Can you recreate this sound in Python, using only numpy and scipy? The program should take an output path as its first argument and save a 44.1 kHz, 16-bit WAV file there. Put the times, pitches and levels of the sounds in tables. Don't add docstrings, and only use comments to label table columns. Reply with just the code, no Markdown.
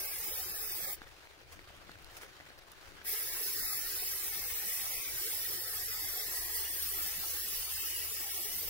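import sys
import numpy as np
from scipy import signal
from scipy.fft import rfft, irfft, dct, next_fast_len
from scipy.io import wavfile
from scipy.ndimage import uniform_filter1d, minimum_filter1d, map_coordinates

SR = 44100
rng = np.random.default_rng(int(sys.argv[2]) if len(sys.argv) > 2 else 0)


def boost(x):
    u = np.asarray(x, float) / 20
    return 10 ** u


def wav_out(sig):
    wavfile.write(sys.argv[1], SR, np.round(np.clip(np.atleast_2d(sig).T, -1, 1) * 32767).astype(np.int16))


N = 383229

# valve opens t/s, valve shuts t/s, jet hiss level/dB, extra low sound level/dB
SPRAYS = [
    (-.1, 0.936, -41, 1),
    (3.039, 8.9, -38.5, -0.5),
]
# f/Hz, level/dB per Hz
JET_SPECTRUM = [(1650, -54.5), (2800, -8.5), (4200, -5.5), (5530, -5), (6160, -7), (6920, -6), (14900, 5.2),
                (15600, 9.7)]
# f/Hz, width/Hz, level/dB
NOZZLE_MODES = [(5490, 2800, 5), (3680, 460, -7.5)]
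# f/Hz, width/Hz, level/dB
DOME_MODES = [(1909, 650, -0.5), (2630, 290, -6)]
# f/Hz, level/dB per Hz
SPLASH_SPECTRUM = [(160, -51), (270, -30), (335, -1.5), (472, 0.5), (594, -5), (789, -1), (943, -3),
                   (1600, 0), (2080, -29), (3520, -120)]
# delay/ms, drift/ms, drift rate/(1/s), level/dB
ECHO_PATHS = [(.3, .04, 2, -8), (.8, .1, 2, -12), (2, .2, 2.7, -11), (3.1, .4, 3, -8)]
# t/s, nearness level/dB, echo off the rack level/dB
REACH = [(3.1, -2, 3), (4.5, -4.5, 2), (5.5, -3.5, 1.5), (6.2, -3.5, 3), (6.8, -1, 2), (7.4, -5.5, 0),
         (8.69, -3, 0)]
# t/s, loss of treble level/dB
STROKE_ENDS = [(-.3, 5.5), (.13, 0.5), (.73, 0.5), (1.1, 2), (3.0, 1.5), (3.309, 3.5), (3.65, 0.5),
               (3.92, 1), (4.42, 3), (4.73, -2.5), (5.06, 4.5), (5.38, -1), (5.61, 3.5), (5.94, 1.5),
               (6.12, 1), (6.29, 2), (6.448, 4), (6.709, 4), (7.04, -1.5), (7.22, 1), (7.45, -0.5),
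               (7.63, 0.5), (7.832, 0.5), (8.05, 1.5), (8.28, 2.5), (8.482, 2.5), (8.69, 3.5)]
# t/s, length/s, f/Hz, level/dB
GLINTS = [(.2, .1, 7400, 3), (0.45, 0.096, 6900, 3), (5, 0.13, 1500, -3), (0.091, 0.17, 1800, -2.5),
          (4, 0.066, 6200, -11), (0.33, 0.3, 5800, -3.5), (0.69, .2, 7300, -9), (0.64, 0.35, 5200, 1.5),
          (6, 0.075, 4700, 4), (3.08, 0.081, 6500, -4), (2.9, 0.2, 1000, -11), (3.7, 0.08, 3100, -15),
          (3.4, 0.15, 5700, -2), (3.65, 0.057, 3150, -14.5), (1.3, 0.22, 7800, -2), (3.3, 0.32, 5300, 0.5),
          (3.6, 0.06, 2400, -6), (5.7, 0.11, 2500, 0.5), (4.0, 0.37, 890, -2), (3.7, 0.35, 5100, 4.5),
          (5.2, 0.15, 5200, 0), (5, 0.084, 2400, 10), (5.3, .08, 4200, -2), (5.2, .2, 3500, 1.5),
          (5.03, 0.12, 2700, -3), (.75, 0.24, 7350, 6), (2.8, 0.11, 2800, -1.5), (5.65, 0.16, 2000, 3.5),
          (5.65, .2, 2100, -7.5), (0.51, 0.23, 2050, -7.5), (0.14, 0.87, 640, 4.5), (4.9, 0.079, 1800, -3),
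          (5.3, 0.33, 480, 2), (5.3, 0.59, 5100, 3), (7.7, 0.11, 10000, -5), (6.4, 0.54, 2000, 3.5),
          (6.4, 0.44, 2300, -4.5), (4.6, 0.26, 5500, 0.5), (7.6, 0.44, 5100, 1), (7.5, 0.064, 4300, -5),
          (7.9, 0.63, 2800, 6), (8.55, 0.15, 4200, -2), (9.8, 0.19, 4150, -3), (8.3, 0.3, 1800, -1.5),
          (6.6, 0.26, 8500, 6.5), (4.9, 0.15, 190, -13), (5.4, 0.086, 820, -2.5), (7.75, 0.09, 620, -3.5),
          (6.5, .2, 1450, -5)]
# f/Hz, exponent/1
STREAKS = [(300, .45), (1500, .4), (5000, .3), (9000, .12), (15000, .2)]
# f/Hz, half width/Hz, level/dB
SHELF_WAVES = [(643, 60, 0.5), (942, 35, -5), (1315, 54, 3), (1438, 100, -3.5), (2438, 80, -2.5)]
# f/Hz, exponent/1
CONTRAST = [(300, .9), (1500, 1), (3000, 1), (7500, .95), (10000, 1.3)]
# t/s, level/dB
HUSH = [(.96, -59.5), (1.4, -62), (1.6, -60.5), (2.2, -59.5), (2.4, -60.5), (3.05, -58.5)]
# f/Hz, level/dB per Hz
SHEET_SPECTRUM = [(110, -62), (190, -10.5), (270, -9.5), (336, 3.5), (472, 3.5), (945, 1), (1520, 4.5),
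                  (2590, 0.5), (4650, -3), (7000, -12.5), (9100, -21), (15400, -120)]
# f/Hz, level/dB per Hz
CRISP_SPECTRUM = [(3240, -23), (5500, 7.5), (8000, 4.5), (9260, 6), (12000, 3.5), (15600, 5.5),
                  (16000, -2.5)]
# t/s, level/dB, length/s
SCRAPES = [(1.085, -77, 0.032), (1.232, -87, .02), (1.523, -66, 0.026), (1.765, -73, 0.0092),
           (2.134, -69, 0.036), (2.172, -55, 0.01), (2.219, -58, 0.022), (2.477, -83, 0.011),
           (2.59, -76, 0.0062), (2.708, -91, 0.045), (2.825, -76, 0.031), (2.89, -74, 0.014),
           (2.718, -86, 0.1), (2.88, -89, 0.056)]
# t/s, peak level/dB, ring f/Hz
TICKS = [(1.0168, -43.5, 750), (1.0174, -38.5, 1530), (1.069, -48.5, 1300), (1.272, -44, 2260),
         (1.408, -50, 1650), (1.519, -53, 1270), (1.592, -41, 2060), (1.674, -46, 1290), (1.703, -51, 700),
         (1.8935, -47, 700), (1.894, -41, 1330), (1.918, -45, 1610), (1.955, -45, 1500), (2.09, -56, 800),
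         (2.116, -58, 1500), (2.167, -44, 2090), (2.213, -42, 2200), (2.225, -47, 1300), (2.233, -40, 1900),
         (2.242, -48, 1500), (2.29, -55, 1230), (2.401, -43, 1560), (2.408, -42, 1980), (2.468, -46, 1920),
         (2.503, -43, 1570), (2.635, -57, 1300), (2.733, -50, 1230), (2.978, -50, 1540),
         (3.015, -42.5, 1540), (3.049, -40, 2500)]
# t/s, peak level/dB, ring f/Hz, crack level over the ring/dB
SNAPS = [(1.0811, -49, 5290, -25), (1.4049, -49, 3010, -22), (1.5226, -48, 5350, -8),
         (1.5914, -56, 3300, -17), (1.6169, -51, 3740, -20), (1.7047, -55, 3070, -19),
         (1.7466, -58, 3040, -16), (1.8084, -59, 4520, -19), (1.8928, -56, 4020, -19),
         (1.9165, -40, 4300, -19), (1.9965, -53, 4000, -14), (2.0735, -54, 5600, -16),
         (1.291, -55, 4800, -18), (2.0235, -52, 3810, -8), (2.0452, -41, 4280, -12),
         (2.0659, -50, 4940, -22), (2.1157, -52, 4310, -8), (2.1685, -47, 3600, -4),
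         (2.476, -52, 4020, -17), (2.5, -47, 4110, -21), (2.5463, -56, 3500, -15), (2.5815, -54, 5000, -8),
         (2.5885, -51, 4980, -8), (2.718, -51, 5000, -1), (2.813, -55, 4800, -16), (2.6341, -53, 3090, -17)]
# t/s, peak level/dB, f/Hz
SQUEAKS = [
    (2.7162, -49, 9400),
    (2.821, -56, 9350),
    (2.8933, -58, 9320),
]
# t/s, f/Hz, level/dB
ENGINE_GEARS = [
    [(5.3, 96, -70), (5.41, 95, -63), (5.7, 93.5, -63), (5.93, 94.5, -60), (6.104, 74, -62),
     (6.25, 73, -64)],
    [(6.3, 60.2, -70), (6.47, 60, -55), (6.53, 68, -62), (6.75, 70.6, -54.5), (7.01, 73.5, -59),
     (7.72, 75, -61), (8.36, 77.3, -59), (8.47, 80.3, -80), (8.56, 84, -63), (8.69, 84.3, -62)],
]
# f/Hz, level/dB per Hz
STREET_SPECTRUM = [(12, -19.5), (20, -2), (38, -14), (72, -9.5), (140, -19), (180, -85), (310, -120)]
# f/Hz, level/dB per Hz
BOOM_SPECTRUM = [(71, -53), (120, -17), (175, -3.5), (235, -14.5), (300, -1.5), (390, -10.5), (660, -120)]
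# t/s, level/dB
TRAFFIC = [(0, 0.5), (.9, 1.5), (1.2, -5), (1.7, 2), (2.2, -0.5), (2.6, -2.5), (3.5, 1), (4.7, 0.5),
           (5.2, 1), (8.4, -1), (8.62, 3)]
# f/Hz, correlation/1
LIKENESS = [(30, 0.1), (60, 0.5), (130, 0.8), (290, 0.5), (640, 0.58), (1410, 0.25), (3100, 0), (6820, 0.2),
            (15000, -0.41)]
# f/Hz, left over right level/dB
PORTS = [(60, 7), (110, 0), (200, 16.5), (380, 3.5), (700, 6), (1290, 3.5), (2380, 0.5), (4400, -0.5),
         (8120, -2), (15000, -3)]
# f/Hz, rounding step/dB, weakest band kept/dB, deepest valley kept/dB
COARSENESS = [(80, -62, -62, -30), (200, -60, -45, -9), (450, -60, -51, -7), (1100, -57, -51, -6.5),
              (1600, -46, -45, -5.5), (2500, -36, -47, -6), (7000, -33.5, -48, -2.7),
              (10000, -32, -49, -1.8), (14500, -29, -52, -2), (15500, -33, -70, -20)]


def unit(x):
    return x / np.sqrt(np.mean(x ** 2) + 1e-20)


def along(points, hz):
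    f, v = np.transpose(points)
    return np.interp(np.log(hz + 1), np.log(f + 1), v)


def curves(rows, before=None, after=None):
    s, *cols = np.transpose(rows)
    return [np.interp(np.arange(N) / SR, s, c, before, after) for c in cols]


def wobble(rate):
    knots = rng.standard_normal(int(N * rate / SR) + 4)
    return map_coordinates(knots, [np.arange(N) * rate / SR])


def filtered(x, response):
    m = next_fast_len(N + SR // 4)
    return irfft(rfft(x, m) * response(np.fft.rfftfreq(m, 1 / SR)), m)[..., :N]


def shape(spectrum):
    return lambda hz: boost(along(spectrum, hz))


def modes(table):
    def response(f):
        total = 0
        for k, (center, width, db) in enumerate(table):
            damping = 1j * f * width
            total = total + (-1) ** k * boost(db / 2) * damping / (center * center - f * f + damping)
        return total ** 2
    return response


def field(grid, wide, long):
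    patches = uniform_filter1d(rng.standard_normal(grid), wide, -2)
    return unit(uniform_filter1d(patches, long, -1))


def lean_left(db):
    return boost([[db / 2], [-db / 2]])


def diffuse(response, patchy_db):
    z = signal.stft(rng.standard_normal((2, N)), nperseg=512)[2]
    z = z * boost(patchy_db * field(z.shape[1:], wide=5, long=10))
    pair = signal.istft(z, nperseg=512)[1][:, :N]

    def mid_side_response(hz):
        turn = np.arccos(np.clip(along(LIKENESS, hz), -1, 1)) / 2
        return response(hz) * [np.cos(turn), np.sin(turn)]
    mid, side = filtered(pair, mid_side_response)
    return unit(np.array([mid + side, mid - side]))


def spray():
    flow, low_db = valve()
    near_db, echo_db = curves(REACH)
    aim_db = strokes()
    flutter = boost(0.62 * wobble(18) + 0.56 * wobble(70) + 0.56 * wobble(400))
    bursts = np.minimum(rng.exponential(size=N), 3) * (rng.random(N) < .03)
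    drops = rng.standard_normal(N) * boost(0.73 * bursts)
    heard = unit(echoes(unit(flutter * drops), lag_ms=.083))
    air = unit(heard + boost(-2.5) * diffuse(lambda hz: 1 + 0 * hz, patchy_db=2.5))

    beam_hz, mid_share, dome_share = 10340, 0.4, 0.23
    jet = unit(filtered(air, shape(JET_SPECTRUM))) * boost(7.5)
    wide = filtered(jet, lambda hz: 1 / (1 + (hz / beam_hz) ** 4))
    jet = wide * boost(mid_share * aim_db) + (jet - wide) * boost(aim_db + near_db)
    whistle = unit(filtered(air, modes(NOZZLE_MODES))) * boost(-20.5 + mid_share * aim_db)
    dome = unit(filtered(air, modes(DOME_MODES))) * lean_left(3)
    dome = dome * boost(-17 + low_db + echo_db + dome_share * aim_db)
    splash = diffuse(shape(SPLASH_SPECTRUM), patchy_db=2.0) * lean_left(1.6)
    splash = splash * boost(-21 + low_db + .5 * echo_db)
    mix = (jet + whistle) * lean_left(2) + dome + splash
    return boost(3.0) * flow * speckle(mix, depth=.8, own=.6, wide=3, long=5)


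def valve():
    press_s, surge_db, surge_s, let_go_s = 0.041, 1, 0.024, 0.029
    t = np.arange(N) / SR
    flow, low_db = np.full(N, 1e-7), np.zeros(N)
    for start, end, db, body_db in SPRAYS:
        since = np.clip(t - start, 0, None)
        surge = boost(surge_db * np.exp(-((since - press_s) / surge_s) ** 2))
        opening = np.clip(since / press_s, 0, 1) * surge
        flow += boost(db) * opening * boost(-20 * np.clip(t - end, 0, None) / let_go_s)
        low_db[t >= start] = body_db
    return flow, low_db


def strokes():
    s = np.transpose(STROKE_ENDS)[0]
    count = np.interp(np.arange(N) / SR, s, np.arange(len(s)))
    return -curves(STROKE_ENDS)[0] * np.cos(np.pi * count) ** 2


def echoes(jet, lag_ms):
    late_ms, gain = [np.zeros(N), np.full(N, lag_ms)], [1]
    for ms, drift, rate, db in ECHO_PATHS:
        shared = wobble(rate)
        late_ms += [ms + drift * (shared + .3 * wobble(rate)) for _ in range(2)]
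        gain += [boost(db)]
    heard_at = np.arange(N) - np.array(late_ms) * SR / 1000
    copies = map_coordinates(jet, [heard_at], order=3, mode="nearest")
    return np.tensordot(gain, copies.reshape(-1, 2, N), 1)


def speckle(x, depth, own, wide, long):
    hz, t, z = signal.stft(x, SR, nperseg=1024)
    s, length, at_hz, size_db = np.transpose(GLINTS)[..., None]
    across = size_db * np.exp(-((hz - at_hz) / 255) ** 2)
    glint_db = across.T @ np.exp(-((t - s) / length) ** 2)
    for center_hz, width_hz, db in SHELF_WAVES:
        glint_db += (db * np.exp(-((hz - center_hz) / width_hz) ** 2))[:, None]

    grid = z.shape[1:]
    paths = np.array([field(grid, wide, long) + 1j * field(grid, wide, long) for _ in range(3)])
    gain = np.abs(paths[2] + own * paths[:2]) ** (depth * along(CONTRAST, hz))[:, None]
    power = uniform_filter1d(np.abs(z) ** 2, size=3, axis=2) + 1e-20
    prominence = power / uniform_filter1d(power, size=9, axis=1)
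    gain = gain * prominence ** along(STREAKS, hz)[:, None]
    raised = np.mean(gain ** 2 * power, (0, 2)) / np.mean(power, (0, 2))
    gain /= np.sqrt(uniform_filter1d(raised, size=15))[:, None]
    return signal.istft(z * unit(gain) * boost(glint_db), nperseg=1024)[1][:, :N]


def rustle():
    t = np.arange(N) / SR
    faded_db = -9
    hush = boost(curves(HUSH, HUSH[0][1] + faded_db, HUSH[-1][1] + faded_db)[0])
    scrape = np.zeros(N)
    for s, db, length in SCRAPES:
        side_s = length * np.where(t < s, 0.45, 1.3)
        scrape += boost(db) * np.exp(-((t - s) / side_s) ** 2)
    crinkle = boost(1.3 * wobble(60) + 1.3 * wobble(300))
    body = unit(crinkle * diffuse(shape(SHEET_SPECTRUM), patchy_db=1.5))
    crisp = unit(crinkle * diffuse(shape(CRISP_SPECTRUM), patchy_db=1.2))
    body_level = boost(3.0) * hush + boost(1.5) * scrape
    crisp_level = boost(-10.5 + 2.5) * hush + boost(3.0) * scrape
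    return body_level * body + crisp_level * crisp


def ticks():
    out, t = np.zeros((2, N)), np.arange(SR // 16) / SR

    def place(s, sound):
        out[:, round(s * SR):][:, :len(t)] += sound

    for s, db, hz in TICKS:
        u = t * hz / 0.83
        tone = np.sin(2 * np.pi * hz * t) + boost(-5.5) * np.sin(2 * np.pi * 0.44 * hz * t)
        ring = tone * u * np.exp(1 - u)
        noise = uniform_filter1d(rng.standard_normal((2, len(t))), size=5)
        shadow = boost(-8.5 - 60 * t / 0.032) * noise * np.minimum(u, 1)
        place(s, boost(db + 1) * (ring + shadow))
    for s, db, hz, crack_db in SNAPS:
        ring = np.sin(2 * np.pi * hz * t) * boost(-60 * t / .004)
        noise = np.diff(rng.standard_normal((2, len(t))), prepend=0)
        crack = boost(crack_db + 2.5 - 60 * t / .012) * noise
        place(s, boost(db + 3) * (ring + crack))
    for s, db, hz in SQUEAKS:
        swell = 1 - np.exp(-t / 0.0026)
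        place(s, boost(db - 60 * t / 0.025) * swell * np.sin(2 * np.pi * hz * t))
    return out


def street():
    pass_s, pass_wide_s, pass_db = 6.7, 0.45, 3
    passing_db = pass_db * np.exp(-((np.arange(N) / SR - pass_s) / pass_wide_s) ** 2)
    near_db = passing_db + curves(TRAFFIC)[0]
    rumble_db = -61.5 + near_db + 0.86 * wobble(4)
    boom_db = -70.5 + 1.1 * near_db + 1.1 * wobble(6.1) + 0.93 * wobble(13)
    out = boost(rumble_db) * diffuse(shape(STREET_SPECTRUM), patchy_db=2.0)
    out = out + boost(boom_db) * diffuse(shape(BOOM_SPECTRUM), patchy_db=4.5)
    for rows in ENGINE_GEARS:
        hz = curves(rows)[0]
        db = uniform_filter1d(curves(rows, -110, -110)[1], size=2000)
        phase = 2 * np.pi * np.cumsum(hz) / SR + .15 * wobble(9)
        out = out + boost(db + 0.5 + 1.5 * wobble(8)) * np.sin(phase)
    return out


def scene():
    def lean(hz):
        return boost(np.outer([.5, -.5], along(PORTS, hz)))

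    def late(x):
        return np.array([x[0], np.roll(x[1], 7)])

    uneven = filtered(spray() + late(rustle()) + street(), lean)
    microphone_hiss = boost(-76.5) * rng.standard_normal((2, N))
    return uneven + late(ticks()) + microphone_hiss


def thin_bands(x, ease, scatter_db):
    frame, grid, top_hz = 1024, 450, 15790
    count, lead = N // frame + 3, 2 * frame - grid
    window = np.sin(np.pi * (np.arange(2 * frame) + .5) / (2 * frame))
    padded = np.pad(x, ((0, 0), (lead, (count + 1) * frame - N - lead)))
    blocks = padded.reshape(2, -1, frame)
    overlapped = np.concatenate([blocks[:, :-1], blocks[:, 1:]], 2) * window
    a, b, c, d = np.split(overlapped, 4, 2)
    lines = dct(np.concatenate([-c[..., ::-1] - d, a - b[..., ::-1]], 2), type=4, norm="ortho")

    edges = 4 * (np.arange(50) + np.arange(50) ** 3 // 600)
    widths = np.diff(edges, append=frame)
    hz = (edges + widths / 2) * SR / 2 / frame
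    limits = np.array(COARSENESS)
    quiet_db = np.minimum(10 * np.log10(np.mean(lines ** 2, axis=(0, 2)) + 1e-12) + 37, 0)
    quiet_db = minimum_filter1d(quiet_db, size=2)
    budget_db = ease * quiet_db[:, None] + scatter_db * field((len(edges), count), wide=1, long=3).T
    step_db = along(limits[:, [0, 1]], hz) + budget_db
    gate_db = along(limits[:, [0, 2]], hz) + budget_db

    summed = np.repeat(field((len(edges), count), wide=2, long=4).T > -.2, widths, -1)

    def rotate(v):
        return np.where(summed, np.array([v[0] + v[1], v[0] - v[1]]) / np.sqrt(2), v)

    lines = rotate(lines)

    def near(size, span):
        return uniform_filter1d(uniform_filter1d(np.sum(lines ** 2, 0), size, 1), span, 0)

    valley_ease = np.where(hz > 7000, ease / 50, ease)
    valley_db = along(limits[:, [0, 3]], hz) + valley_ease * quiet_db[:, None]
    masked = near(7, 3) < near(70, 3) * boost(2 * np.repeat(valley_db, widths, -1))
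    strong = np.add.reduceat(lines ** 2, edges, axis=2) / widths > boost(2 * gate_db)
    step = np.repeat(boost(step_db), widths, -1)
    rounded = np.sign(lines) * np.floor(np.abs(lines) / step + .4) * step
    kept = rotate(rounded * np.repeat(strong, widths, -1))
    kept = rotate(rotate(kept)) * ~masked
    kept[..., round(top_hz * 2 * frame / SR):] = 0

    p, q = np.split(dct(kept, type=4, norm="ortho"), 2, 2)
    folded = np.concatenate([q, -q[..., ::-1], -p[..., ::-1], -p], 2) * window
    joined = folded[:, :-1, frame:] + folded[:, 1:, :frame]
    return joined.reshape(2, -1)[:, lead - frame:][:, :N]


def roll_off(x):
    return signal.sosfilt(signal.butter(12, 16000, fs=SR, output="sos"), x)


def record(dry):
    mix = thin_bands(dry, ease=3, scatter_db=2.2)
    return roll_off(mix)


dry = scene()
out = record(dry)
wav_out(out)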